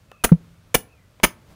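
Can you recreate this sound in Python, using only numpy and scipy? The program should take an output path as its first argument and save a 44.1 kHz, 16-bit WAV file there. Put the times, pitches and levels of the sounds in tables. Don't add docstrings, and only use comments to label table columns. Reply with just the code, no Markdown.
import sys
import numpy as np
from scipy import signal
from scipy.fft import rfft, irfft, next_fast_len
from scipy.io import wavfile
from scipy.ndimage import map_coordinates

SR = 44100
rng = np.random.default_rng(int(sys.argv[2]) if len(sys.argv) > 2 else 0)


def unload_wav(signal):
    wavfile.write(
        sys.argv[1],
        SR,
        np.round(np.clip(np.atleast_2d(signal).T, -1, 1) * 32767).astype(np.int16),
    )


N = 68355


def amp(db):
    return 10 ** (np.asarray(db) / 20)


def unit(x):
    return x / np.sqrt(np.mean(x ** 2) + 1e-20)


def along(points, hz):
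    f, v = np.transpose(points)
    return np.interp(np.log(hz + 1), np.log(f + 1), v)


def since(start_s):
    return np.maximum(np.arange(N) / SR - start_s, 0)


def fade(t, t60):
    return np.exp(-np.log(1000) * t / t60)


def wobble(rate):
    return map_coordinates(rng.standard_normal(N), [np.arange(N) * rate / SR + 2])


def filtered(x, response):
    m = next_fast_len(N + SR // 2)
    hz = np.fft.rfftfreq(m, 1 / SR)
    return irfft(rfft(x, m) * response(hz), m)[:N]


def noise(spectrum):
    return unit(filtered(rng.standard_normal(N), lambda hz: amp(along(spectrum, hz))))


def band(centre_hz, octaves):
    def response(hz):
        distance = np.log2((hz + 1) / centre_hz) / octaves
        return 1 / (1 + distance ** 2) / (1 + (hz / 4200) ** 4)
    return unit(filtered(rng.standard_normal(N), response))


# (frequency [Hz], relative level [dB per Hz])
AIR = [(15, -39.5), (25, -12), (102, 2.5), (317, -19), (607, -17.5), (796, -24.5), (1290, -21.5),
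       (1740, -26), (2000, -27), (2160, -25.5), (11900, -38), (16000, -40.5)]
# (time [s], level [dB])
RUSTLE = [(1.251, -77), (1.341, -67.5), (1.45, -60), (1.5, -50.5), (1.55, -54)]
# (frequency [Hz], relative level [dB per Hz])
CLOTH = [(40, -4), (130, 4.5), (300, -6.5), (700, -9.5), (2000, -19.5), (10000, -31), (16000, -34.5)]
AIR_DB = -54.5


def background():
    air = amp(AIR_DB + 1.3 * wobble(rate=9.5)) * noise(AIR)
    rustle_db = np.interp(since(0), *np.transpose(RUSTLE)) + 1.5 * wobble(rate=38)
    return air + amp(rustle_db) * noise(CLOTH)


# (time [s], length [s], starting pitch [Hz], fall in pitch [Hz], level [dB])
WHISTLES = [(0.085, 0.19, 2604, 420, -61), (0.094, 0.1, 1282, 80, -60), (0.872, 0.12, 2587, 367, -63.5),
            (0.964, .11, 2013, 81.5, -65.5)]


def bird():
    out = np.zeros(N)
    for start_s, length_s, pitch_hz, fall_hz, db in WHISTLES:
        progress = np.minimum(since(start_s) / length_s, 1)
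        hz = pitch_hz - fall_hz * progress ** 4 + 55 * wobble(rate=250)
        swell = np.sqrt(np.abs(np.sin(np.pi * progress)))
        tone = np.sin(2 * np.pi * np.cumsum(hz) / SR)
        out += amp(db + 2.5 * wobble(rate=59)) * swell * tone
    return outdoors(out)


# (frequency [Hz], relative level [dB])
WALL = [(60, -1.5), (170, 5), (300, 1), (2500, -1.5), (4500, 1), (10000, 1)]
# (frequency [Hz], t60 [s])
YARD = [(150, .5), (300, 0.71), (2500, .35), (8000, 0.19), (15000, 0.23)]
WALL_DB, WALL_T60, YARD_DB = -17, 0.15, -31
ECHO_DELAY_S = 0.0046


def outdoors(x):
    t = since(ECHO_DELAY_S)[:SR // 2]
    wall = rng.standard_normal(len(t)) * fade(t, WALL_T60) * (t > 0)
    wall = wall / np.linalg.norm(wall)
    wall = filtered(wall, lambda hz: amp(along(WALL, hz)))[:len(t)]
    hz, frame_s, cells = signal.stft(rng.standard_normal(SR // 2), SR, nperseg=256)
    cells = cells * fade(frame_s, along(YARD, hz)[:, None])
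    yard = signal.istft(cells, SR, nperseg=256)[1][:len(t)] * (t > 0)
    yard = yard / np.linalg.norm(yard)
    return x + signal.fftconvolve(x, amp(WALL_DB) * wall + amp(YARD_DB) * yard)[:N]


# (time [s], level [dB], centre [Hz], width [octaves], t60 [s])
TICKS = [(.1165, -34, 562, 0.91, 0.019), (0.291, -27, 1323, 0.26, .035), (0.3202, -24, 426, 0.54, .06),
         (1.2, -33, 745, 0.86, .018)]


def ticks():
    out = np.zeros(N)
    for start_s, db, hz, octaves, t60 in TICKS:
        t = since(start_s)
        out += amp(db) * (t > 0) * fade(t, t60) * band(hz, octaves)
    return outdoors(out)


# (frequency [Hz], width [Hz], relative level [dB])
BENDS = [(215, 60, -2), (450, 100, -2), (620, 90, 2), (885, 70, 2), (1300, 160, 0), (1620, 60, -1),
         (1775, 70, 1), (2020, 70, -3), (2280, 110, -1), (2520, 70, -4), (2950, 280, -5), (6130, 130, -6),
         (9250, 150, -8), (9970, 150, -3), (12090, 300, -13), (13530, 200, -13), (14790, 160, -6)]


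def bending(hz):
    h = 0
    for k, (centre, width, db) in enumerate(BENDS):
        resonance = 1j * hz * width / (centre * centre - hz * hz + 1j * hz * width)
        h = h + (-1) ** k * amp(db) * resonance
    return unit(np.abs(h)) * np.exp(1j * np.angle(h))


ATTACK_S = 0.0046


def ring(t, hz, t60, rough):
    phase = 2 * np.pi * (hz * t + rng.random()) + rough * wobble(rate=320)
    return np.sin(phase) * np.minimum(t / ATTACK_S, 1) * fade(np.maximum(t - ATTACK_S, 0), t60)


def heave(start_s, db):
    t = since(start_s)
    rise = 1 - np.exp(-t / PUSH_RISE_S)
    return amp(db) * np.sin(2 * np.pi * PUSH_HZ * t) * fade(t, PUSH_T60) * rise


# (time [s], slide and hollow level [dB], slide length [s], slide treble [dB],
#                steel ring [dB], high ping [dB], distance off centre [0-1], knock pitch [Hz])
BLOWS = [(0.2384, -13, 0.012, 4, -0.5, -8.5, 1, 1304), (0.7429, -9.5, 0.01, 1, 2.5, 2.5, 0.02, 643),
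         (1.233, -9, 0.015, -0.5, -0.5, -1, 0.4, 2300)]
# (frequency [Hz], relative level [dB per Hz])
GRIND = [(60, -7.5), (130, 1), (580, 0), (1060, -9.5), (1700, -6.5), (3050, -11.5), (4020, -17),
         (6150, -12.5), (8600, -15.5), (10500, -10.5), (11500, -20.5), (14200, -22.5), (16000, -24.5)]
# (frequency [Hz], level [dB], t60 [s], extra for an off-centre blow [dB])
STEEL = [(603, -43, .1, -6), (1766, -35, .11, -4), (2019, -37, .09, -3), (2509, -39, .12, 0),
         (5905, -43, .12, -6), (6320, -40, .08, -5), (6864, -39, .09, 8), (9200, -43, .19, 7),
         (10080, -36, .2, -2), (10600, -34, .07, -2), (10890, -37, .11, -3), (12090, -35, .08, 0),
         (13530, -34, .12, -3)]
START_DB, RELEASE_T60 = -10, .028
BEND_DB, GRIND_DB = -3, -2.5
KNOCK_DB, KNOCK_OCTAVES = -10.5, 0.15
PING_HZ, PING_DB, PING_T60 = 14790, -20.5, .105
HOLLOW_HZ, HOLLOW_OCTAVES, HOLLOW_DB, HOLLOW_T60 = 198, 0.42, -22.5, 0.23
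PUSH_HZ, PUSH_DB, PUSH_T60, PUSH_RISE_S = 38.5, -4, .07, .025


def blow(start_s, db, slide_s, treble_db, ring_db, ping_db, off_centre, knock_hz):
    t = since(start_s)
    swell_db = START_DB * np.maximum(1 - t / ATTACK_S, 0)
    slide = (t > 0) * amp(db + swell_db) * fade(np.maximum(t - slide_s, 0), RELEASE_T60)
    chatter = slide * unit(amp(2.3 * wobble(rate=1600)))
    grind = amp(GRIND_DB) * noise(GRIND)
    knock = amp(KNOCK_DB) * band(knock_hz, KNOCK_OCTAVES)
    bend = amp(BEND_DB) * filtered(rng.standard_normal(N), bending)
    body = chatter * (grind + knock + bend)
    body = filtered(body, lambda hz: amp(along([(2500, 0), (8000, treble_db)], hz)))
    steel = np.zeros(N)
    for hz, level_db, t60, extra_db in STEEL:
        mode_db = level_db + off_centre * extra_db + rng.normal(0, 1)
        steel += amp(mode_db) * ring(t, hz, t60, rough=.35)
    ping = amp(PING_DB + ping_db) * ring(t, PING_HZ, PING_T60, rough=0.28)
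    hollow_shape = np.minimum(t / ATTACK_S, 1) * fade(t, HOLLOW_T60)
    hollow = amp(db + HOLLOW_DB) * hollow_shape * band(HOLLOW_HZ, HOLLOW_OCTAVES)
    return outdoors(body + amp(ring_db) * steel + ping) + hollow + heave(start_s, PUSH_DB)


THUMP_S, THUMP_HZ, THUMP_DB, THUMP_T60 = .3163, 168.5, 6.5, .098
THUMP_RISE_S, THUMP_LENGTH_S, THUMP_FADE_S = 0.0065, 0.056, 0.022
THUMP_SNAP_HZ, THUMP_SNAP_S = 71, .0025
HUM_DB, HUM_T60 = -39.5, .9


def thump(heave_db):
    t = since(THUMP_S)
    rise = np.sin(np.pi / 2 * np.minimum(t / THUMP_RISE_S, 1)) ** 2
    ending = np.clip((THUMP_LENGTH_S - t) / THUMP_FADE_S, 0, 1)
    shape = rise * fade(t, THUMP_T60) * ending
    snap_cycles = THUMP_SNAP_HZ * THUMP_SNAP_S * (1 - np.exp(-t / THUMP_SNAP_S))
    tone = np.sin(2 * np.pi * (THUMP_HZ * t + snap_cycles))
    hum = amp(HUM_DB) * ring(t, THUMP_HZ, HUM_T60, rough=.3)
    return -amp(THUMP_DB) * shape * tone + hum + heave(THUMP_S + THUMP_RISE_S, heave_db)


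def scene():
    blows = sum(blow(*row) for row in BLOWS)
    return (background() + bird() + ticks() + blows + thump(heave_db=-7))[None]


CLIP_TOP = 1.0
TOP_HZ = 15800


def record(dry):
    clipped = np.clip(dry[0], -CLIP_TOP, CLIP_TOP)
    return filtered(clipped, lambda hz: np.clip((TOP_HZ - hz) / 400 + .5, 0, 1))[None]


dry = scene()
out = record(dry)
unload_wav(out)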